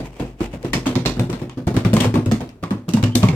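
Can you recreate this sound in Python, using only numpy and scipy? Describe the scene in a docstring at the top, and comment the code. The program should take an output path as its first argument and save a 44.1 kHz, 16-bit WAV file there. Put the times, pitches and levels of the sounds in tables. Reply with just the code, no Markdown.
"""Balloon with a rattling toy

An inflated latex balloon is jiggled and batted on the fingertips in a small room, a little toy inside.
Knocks sound the air as decaying sines and the skin as damped noise; shoves add a slow wobble.
Hard contacts crack, ring and ping the skin; rubbing is grainy noise with one thin rising squeak.
The room hums on at its low resonances, whose balance changes as the balloon comes closer halfway through.
"""
import sys
import numpy as np
from scipy.fft import rfft, irfft, next_fast_len
from scipy.io import wavfile
from scipy.ndimage import map_coordinates

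SR = 44100
rng = np.random.default_rng(int(sys.argv[2]) if len(sys.argv) > 2 else 0)


def transcribe(signal):
    """Save signal, clipped to [-1, 1], as a 16-bit WAV file at the path in sys.argv[1]."""
    frames = np.atleast_2d(signal).T
    limited = np.clip(frames, -1, 1)
    pcm = np.round(limited * 32767).astype(np.int16)
    wavfile.write(sys.argv[1], SR, pcm)


N = 147735
T = np.arange(SR // 2) / SR  # time within one event [s]
CLOCK = np.arange(N) / SR  # time within the scene [s]
TILT_PIVOT_HZ = 2000  # spectral tilts leave this frequency unchanged


def amp(db):
    """Decibel law: level to amplitude ratio."""
    return 10 ** (np.asarray(db) / 20)


def unit(x):
    """Power normalization: scale to rms 1."""
    return x / np.sqrt(np.mean(x ** 2) + 1e-20)


def along(points, hz):
    """Logarithmic frequency scale: interpolate (frequency [Hz], value) points."""
    f, v = np.transpose(points)
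    return np.interp(np.log(hz + 1), np.log(f + 1), v)


def fade(t60, rise):
    """Exponential damping: a quick rise, then a decay losing 60 dB in t60 seconds."""
    return 1000 ** (-T / t60) * (1 - np.exp(-T / rise))


def add(out, s, x):
    """Linear superposition: mix x into out at time s."""
    i = max(round(s * SR), 0)
    out[:, i:i + x.shape[-1]] += x[..., :max(N - i, 0)]


def shaped(x, envelope):
    """Energy conservation: noise under an envelope, with just the envelope's energy."""
    return unit(x * envelope) * np.sqrt(np.mean(envelope ** 2))


def wander(rate, t):
    """Band-limited randomness: a smooth random curve through `rate` points per second."""
    return map_coordinates(rng.standard_normal(200), [t * rate])


def nearness(s):
    """Source distance: 0 while the balloon is held back, 1 once it has come close."""
    closer_s, approach_s = 1.74, 0.34  # middle and duration of the approach
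    return np.clip((s - closer_s) / approach_s + .5, 0, 1)


# left-right likeness of the room sound: (frequency [Hz], correlation [-1 to 1])
LIKENESS = [(60, 1), (130, 1), (300, 0.99), (600, 0.75), (1200, 0.24), (3000, 0.18), (12000, 0.036)]


def noise(spectrum, alike, size, colour_db=0):
    """Interaural coherence: coloured stereo noise of rms 1 with a set left-right correlation."""
    hz = np.fft.rfftfreq(size, 1 / SR)
    # cos^2 - sin^2 of this angle is the wanted correlation
    turn = np.arccos(np.clip(along(alike, hz), -1, 1)) / 2
    gain = amp(along(spectrum, hz) + colour_db)
    spread = gain * [np.cos(turn), np.sin(turn)]
    mid, side = irfft(rfft(rng.standard_normal((2, size))) * spread, size)
    return unit(np.array([mid + side, mid - side]))


# quiet room floor, spectrum shape: (frequency [Hz], relative level [dB])
FLOOR_SPECTRUM = [(25, 0), (50, -6), (120, 3), (300, -0.5), (1000, -17), (4000, -33), (16000, -42)]
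FLOOR_DB = -48


def room_floor():
    """Stationary noise: the quiet, mostly low background of the room."""
    return amp(FLOOR_DB) * noise(FLOOR_SPECTRUM, LIKENESS, N)


def grain(rate, depth_db, size):
    """Stick-slip friction: a gain of rms 1 that jumps about at `rate` points per second."""
    at = np.arange(size) * rate / SR
    steps = map_coordinates(rng.standard_normal(size), [at], order=1)
    return unit(amp(depth_db * np.clip(steps, -2, 2)))


def bright_spot(hz, centre):
    """Resonant emphasis: the lift in dB round the frequency that a contact favours."""
    peak_db, peak_octaves = 7, 0.11
    return peak_db * np.exp(-.5 * (np.log2(hz / centre) / peak_octaves) ** 2)


# fixed set of skin modes: (frequency [Hz])
SKIN_MODES = [620, 915, 1110, 1840, 2750, 3550, 4220, 5050, 5550, 6720, 8800]
MODE_DB, MODE_SCATTER_DB = -1, 1  # mean change of colour at a mode; scatter from blow to blow
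MODE_WIDTH = 0.012  # half-width as a share of the frequency
RIPPLE_DB, RIPPLE_SPACING_HZ = 3, 97.9  # random uneven colouring per contact
RIPPLE_FULL_HZ = 630  # the ripple reaches full depth here
DIRECT_ALIKE = 0.1  # least left-right correlation of the direct sound
TAIL_GRAIN_DB = 2.5


def contact_colour(tilt_db, bright_hz):
    """Spectral irregularity: random uneven colouring in dB per contact, plus a fixed set of skin modes."""
    hz = np.fft.rfftfreq(len(T), 1 / SR) + 1
    ripple = map_coordinates(rng.standard_normal(2000), [hz / RIPPLE_SPACING_HZ])
    colour_db = RIPPLE_DB * np.clip(ripple, -2, 1.5) * np.minimum(hz / RIPPLE_FULL_HZ, 1)
    colour_db += tilt_db * np.log2(hz / TILT_PIVOT_HZ)
    for mode_hz in SKIN_MODES:
        height_db = MODE_DB + MODE_SCATTER_DB * rng.standard_normal()
        colour_db += height_db / (1 + ((hz / mode_hz - 1) / MODE_WIDTH) ** 2)
    if bright_hz:
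        colour_db += bright_spot(hz, bright_hz)
    return colour_db


def burst(spectrum, t60, rise, room_db, room_t60, room_rise, grain_db, tilt_db=0, bright_hz=None):
    """Direct and reverberant fields: a damped noise burst of the skin with the room's answer."""
    colour_db = contact_colour(tilt_db, bright_hz)
    close = [(f, max(v, DIRECT_ALIKE)) for f, v in LIKENESS]
    rough = noise(spectrum, close, len(T), colour_db) * grain(782, grain_db, len(T))
    direct = shaped(rough, fade(t60, rise))
    tail = noise(spectrum, LIKENESS, len(T), colour_db) * fade(room_t60, room_rise)
    return direct + amp(room_db) * tail * grain(450, TAIL_GRAIN_DB, len(T))


# knocks on the balloon: (time [s], pitch [Hz], relative thump level [dB],
# relative skin level [dB], relative room hum level [dB])
BALLOON_KNOCKS = [(0.0, 268, -41, -27.5, -36.5), (.196, 302, -24.5, -22.5, -31),
                  (.406, 343, -22, -23.5, -39.5), (0.534, 133, -29, -30.5, -37),
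                  (.645, 334, -30.5, -24, -29.5), (0.731, 188, -26, -24.5, -36),
                  (.751, 238, -30, -23.5, -27.5), (.859, 257, -18.5, -17.5, -24.5),
                  (.955, 259, -18.5, -20, -21.5), (1.056, 245, -45, -17, -28.5),
                  (1.165, 245, -26.5, -29, -51), (1.192, 180, -17, -20, -21.5),
                  (1.295, 358.5, -25, -26.5, -34), (1.329, 245, -28, -26.5, -41),
                  (1.415, 248, -25, -27, -30), (1.572, 254, -27, -29, -30), (1.671, 153, -16.5, -19, -20.5),
                  (1.741, 239.5, -21.5, -24, -36), (1.765, 184, -18.5, -18.5, -23),
                  (1.849, 171, -17.5, -17, -15), (1.932, 214, -9.5, -18, -17.5),
                  (1.968, 208.5, -14.5, -18, -29), (2.004, 243, -16.5, -42, -23.5),
                  (2.045, 111, -32, -19, -14.5), (2.14, 181, -20, -16, -20.5),
                  (2.157, 245, -12, -23, -19.5), (2.259, 155, -21.5, -25, -16.5),
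                  (2.314, 222.4, -11, -18, -28), (2.405, 335, -42, -25.5, -40),
                  (2.627, 172, -25, -27.5, -57), (2.708, 198, -16.5, -23, -24),
                  (2.881, 172.5, -21.5, -27, -28.5), (2.937, 231, -10, -24.5, -22.5),
                  (2.968, 214, -14, -27.5, -22), (3.03, 108, -23.5, -22.5, -13),
                  (3.151, 236, -17, -19.5, -16.5), (3.229, 190, -8, -17.5, -15.5),
                  (3.286, 158.6, -14, -23.5, -35), (3.331, 130, -19, -27.5, -37)]
# modes of the air and skin: (multiple of the pitch [1], relative level [dB], t60 [s])
AIR_MODES = [(0.622, -9.5, 0.19), (1, 1, 0.11), (1.421, -26, 0.048)]
# skin of a knock, spectrum shape: (frequency [Hz], relative level [dB])
SKIN_SPECTRUM = [(30, -38), (70, -0.5), (130, 3.5), (300, 4.5), (450, -2.5), (600, -7.5), (1000, -14),
                 (1600, -20.5), (4000, -28), (16000, -47)]
THUMP_RISE_S = 0.0045


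def knocks():
    """Modal excitation: each knock rings the balloon's low modes and shakes its skin."""
    out = np.zeros((2, N))
    for s, hz, thump_db, skin_db, _ in BALLOON_KNOCKS:
        thump = 0
        for multiple, db, t60 in AIR_MODES:
            thump = thump + amp(db) * np.sin(2 * np.pi * hz * multiple * T) * fade(t60, THUMP_RISE_S)
        add(out, s, -amp(thump_db + 9.0) * thump)
        skin = burst(SKIN_SPECTRUM, t60=0.083, rise=0.0022, room_db=-4.5, room_t60=0.32,
                     room_rise=0.0035, grain_db=-3)
        add(out, s, amp(skin_db + 6) * skin)
    return out


# shoves that set the whole balloon wobbling: (time [s], level [dB])
BALLOON_SHOVES = [(0.0, -30.5), (.2, -29.5), (.41, -26.5), (.7, -27.5), (1.05, -24), (1.3, -33),
                  (1.67, -46), (2.26, -31), (3.23, -41)]
WOBBLE_HZ, WOBBLE_T60_S, WOBBLE_RISE_S = 50.8, 0.8, 0.0046


def wobble():
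    """Damped free oscillation: the balloon's slowest mode swings on after each shove."""
    power = np.zeros((1, N))
    for s, db in BALLOON_SHOVES:
        add(power, s, (amp(db) * fade(WOBBLE_T60_S, WOBBLE_RISE_S)) ** 2)
    phase = 2 * np.pi * WOBBLE_HZ * CLOCK + .4 * wander(8, CLOCK)
    return np.sqrt(power) * np.sin(phase)


# room resonances: (frequency [Hz], t60 [s], relative level with the balloon far [dB],
# relative level with it near [dB])
ROOM_RESONANCES = [(108, 0.34, -9, 0), (127.7, 0.44, 0, -10.5), (169.6, 0.25, -4.5, -7.5),
                   (246.7, 0.5, -6.5, -8), (350, 0.57, -10.5, -28), (504.4, 0.16, -8.5, -19),
                   (573, 0.26, -13.5, -24)]
HUM_RISE_S = 0.0051


def room_hum():
    """Room modes: knocks feed low resonances, balanced by where the balloon is."""
    out = np.zeros(N)
    near = nearness(CLOCK)
    for hz, t60, far_db, near_db in ROOM_RESONANCES:
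        power = np.zeros((1, N))
        for s, _, _, _, hum_db in BALLOON_KNOCKS:
            add(power, s, (amp(hum_db) * fade(t60, HUM_RISE_S)) ** 2)
        gain = amp(5.5 + far_db + near * (near_db - far_db))
        phase = 2 * np.pi * hz * CLOCK + .5 * wander(14, CLOCK)
        out += np.sqrt(power[0]) * gain * np.sin(phase)
    return out


# scuffs of the rubber: (middle [s], standard deviation of the swell [s], relative level [dB])
RUBBER_SCUFFS = [(.01, 0.064, -45.5), (0.065, 0.01, -39), (0.218, 0.064, -42.5), (0.437, 0.024, -33),
                 (0.544, 0.019, -39), (0.662, 0.027, -39.5), (1.401, 0.0087, -39.5), (2.032, 0.024, -23.5),
                 (3.245, 0.026, -28.5)]
# rubbing, spectrum shape: (frequency [Hz], relative level [dB])
SCUFF_SPECTRUM = [(100, -28), (400, 13.5), (900, 6.5), (1500, -2.5), (2600, 3), (4000, -9.5), (8000, -10),
                  (10500, -21.5), (15000, -19), (16500, -38)]


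def scuffs():
    """Friction noise: grainy swells of rubbing."""
    swell = sum(amp(db) * np.exp(-.5 * ((CLOCK - s) / length) ** 2) for s, length, db in RUBBER_SCUFFS)
    return swell * noise(SCUFF_SPECTRUM, LIKENESS, N) * grain(rate=430, depth_db=3.0, size=N)


# crack of a contact, spectrum shape: (frequency [Hz], relative level [dB])
CLICK_SPECTRUM = [(150, -26), (500, -6), (1000, 6), (1500, -3), (2000, 3), (4000, -1), (6000, -3),
                  (8700, -7), (10300, -20), (12500, -15.5), (15000, -25), (16500, -64)]
CLICK_T60_S, CLICK_RISE_S = 0.019, 0.00036  # for a contact at CLICK_DB
CLICK_DB, LONGER_PER_DB = -15.5, 0.1473  # harder contacts last longer, by this exponent per dB
RING_T60_S, RING_DETUNE = .17, .008  # random spread of each ring's pitch, as a share of it


def skin_ring(centre, tilt_db):
    """Modal superposition: the skin's modes sing on, in a new mix for each contact."""
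    hz = np.array(SKIN_MODES) * (1 + RING_DETUNE * rng.standard_normal())
    level_db = along(CLICK_SPECTRUM, hz) + tilt_db * np.log2(hz / TILT_PIVOT_HZ)
    level_db += 2 * bright_spot(hz, centre) + MODE_SCATTER_DB * rng.standard_normal(len(hz))
    gain = amp(level_db) * np.sqrt(hz)
    waves = np.sin(2 * np.pi * (hz[:, None] * T + rng.random((2, len(hz), 1))))
    return gain / np.linalg.norm(gain) @ waves * fade(RING_T60_S, CLICK_RISE_S)


# the toy strikes the taut rubber: (time [s], relative level [dB], brightest frequency [Hz],
# tilt [dB per octave])
TOY_CLICKS = [(.406, -21, 400, -7), (0.6298, -28, 1980, -6), (0.7325, -15.5, 1860, 1),
              (.735, -14, 5300, -1.5), (0.8575, -22, 2570, -3.5), (0.863, -23.5, 4000, 6),
              (.868, -17.5, 3000, 0), (0.9545, -17, 3800, -1.5), (0.96, -25, 6500, -6.5),
              (1.0525, -19.5, 3900, -6), (1.059, -13.5, 4100, 0), (1.196, -21.5, 3640, 3),
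              (1.301, -25, 2830, 2), (1.329, -22, 3940, -4), (1.4962, -25, 3120, -4.5),
              (1.6698, -28, 1500, 3), (1.6772, -25.5, 1030, 1), (1.7428, -28.5, 4470, 4),
              (1.766, -16.5, 1620, -2.5), (1.849, -18, 2350, -3.5), (1.932, -17, 1110, -3.5),
              (1.938, -18, 2270, 6), (1.9663, -13.5, 1060, -0.5), (2.0036, -16.5, 3000, 2),
              (2.007, -15, 3200, 0), (2.015, -29, 3200, 1), (2.044, -16, 1550, -3), (2.141, -21, 645, -4),
              (2.156, -16.5, 1110, -4.5), (2.2603, -25, 2450, 5), (2.314, -18, 960, 0),
              (2.32, -19, 1330, 2), (2.4069, -29, 1010, -3), (2.4916, -28.5, 2480, -2.5),
              (2.627, -27, 1170, -11), (2.638, -18, 1140, -4.5), (2.7076, -17.5, 1080, -5),
              (2.8904, -20.5, 2700, 3.2), (2.9363, -16.5, 2780, 3.5), (2.9721, -17, 950, -5.5),
              (3.028, -17, 1620, -5), (3.038, -15, 2780, -1), (3.153, -13.5, 1620, 5),
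              (3.153, -14, 3730, 5.5), (3.2311, -17, 3000, 0.5), (3.236, -12, 1080, -7.5),
              (3.2861, -15.5, 2330, -3)]
SNAP_DB, SNAP_T60_S = -3.5, 0.0034  # the first instant of a contact
RING_DB, NEAR_DRIER_DB, PAN_SCATTER_DB = -14, 3, 4.5


def clicks():
    """Impact excitation: the toy cracks on taut rubber; longer contacts feed ring and room more."""
    out = np.zeros((2, N))
    octaves = np.log2((np.fft.rfftfreq(len(T), 1 / SR) + 1) / TILT_PIVOT_HZ)
    for s, db, hz, tilt_db in TOY_CLICKS:
        longer = np.exp(LONGER_PER_DB * (db - CLICK_DB))
        fed_db = 10 * np.log10(longer) - NEAR_DRIER_DB * nearness(s)
        crack = burst(CLICK_SPECTRUM, t60=CLICK_T60_S * longer, rise=CLICK_RISE_S * longer,
                      room_db=fed_db - 10, room_t60=0.25, room_rise=0.001,
                      grain_db=-2.0, tilt_db=tilt_db, bright_hz=hz)
        # the snap is tilted 2 dB per octave further toward the treble
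        snap = noise(CLICK_SPECTRUM, LIKENESS, len(T), (tilt_db + 2) * octaves)
        snap = shaped(snap, 1000 ** (-T / SNAP_T60_S))
        ring = skin_ring(hz, tilt_db)
        contact = crack + amp(SNAP_DB) * snap + amp(RING_DB + fed_db) * ring
        pan = amp(PAN_SCATTER_DB * rng.standard_normal() * np.array([[.5], [-.5]]))
        add(out, s, amp(db) * contact * pan)
    return out


# short hollow pings of the skin, many sounding together with a click:
# (time [s], settled pitch [Hz], level [dB])
SKIN_PINGS = [(.637, 480, -24), (.733, 1855, -17.5), (1.06, 4070, -16), (1.967, 1042, -15.5),
              (2.002, 2950, -19), (2.636, 1122, -22), (3.155, 4000, -12.5), (3.234, 608, -18),
              (3.236, 1090, -15.5), (3.287, 2180, -22)]
PING_CYCLES, PING_RISE_S = 38, .0015  # t60 in cycles of the settled pitch; attack
PING_SAG = .1  # share by which the pitch starts high


def pings():
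    """Damped oscillation: a short hollow ping of the skin, its pitch sagging at the start."""
    out = np.zeros((2, N))
    for s, hz, db in SKIN_PINGS:
        swing = fade(PING_CYCLES / hz, PING_RISE_S)
        pitch = hz * (1 + PING_SAG * np.exp(-T / PING_RISE_S / 2))
        note = np.sin(2 * np.pi * np.cumsum(pitch) / SR)
        add(out, s, amp(db) * swing / swing.max() * note)
    return out


SQUEAK_S, SQUEAK_LENGTH_S, SQUEAK_DB = 3.137, .018, -42  # middle; standard deviation of the swell; level
SQUEAK_HZ, SQUEAK_HZ_PER_S = 3120, 3500  # pitch at the middle; its rise


def squeak():
    """Frequency modulation: one thin rising tone, its phase roughened by stick-slip grain."""
    t = CLOCK - SQUEAK_S
    phase = 2 * np.pi * (SQUEAK_HZ * t + SQUEAK_HZ_PER_S * t * t / 2)
    phase += grain(rate=300, depth_db=4, size=N)
    return amp(SQUEAK_DB) * np.exp(-.5 * (t / SQUEAK_LENGTH_S) ** 2) * np.sin(phase)


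def scene():
    """Superposition: the balloon, the room's hum and its quiet floor."""
    balloon = knocks() + wobble() + scuffs() + clicks() + pings() + squeak()
    return balloon + room_hum() + room_floor()


# unlike colour of the two microphone ports: (frequency [Hz], left minus right [dB])
PORT_COLOUR = [(60, 2.6), (250, -0.7), (1000, -0.6), (2200, 2), (3500, 1), (5000, -2.5), (7000, -1.5),
               (8000, 7), (9300, 18), (11000, 7.5), (15500, 6)]
LEFT_LEAD_S, LOW_CUT_HZ, TOP_HZ = .00008, 24, 16200


def record(dry):
    """Spaced-pair stereophony: two unlike ports, the left slightly nearer; a steep upper band limit."""
    size = next_fast_len(N + SR // 2)
    hz = np.fft.rfftfreq(size, 1 / SR)
    sides = np.array([[.5], [-.5]])
    colour = amp(sides * along(PORT_COLOUR, hz))
    colour = colour / np.sqrt(np.mean(colour ** 2, axis=0))  # keep the mean power of both ports
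    low_cut = hz ** 4 / (hz ** 4 + LOW_CUT_HZ ** 4)
    lead = np.exp(2j * np.pi * hz * sides * LEFT_LEAD_S)
    return irfft(rfft(dry, size) * colour * low_cut * lead * (hz < TOP_HZ), size)[:, :N]


dry = scene()
out = record(dry)
transcribe(out)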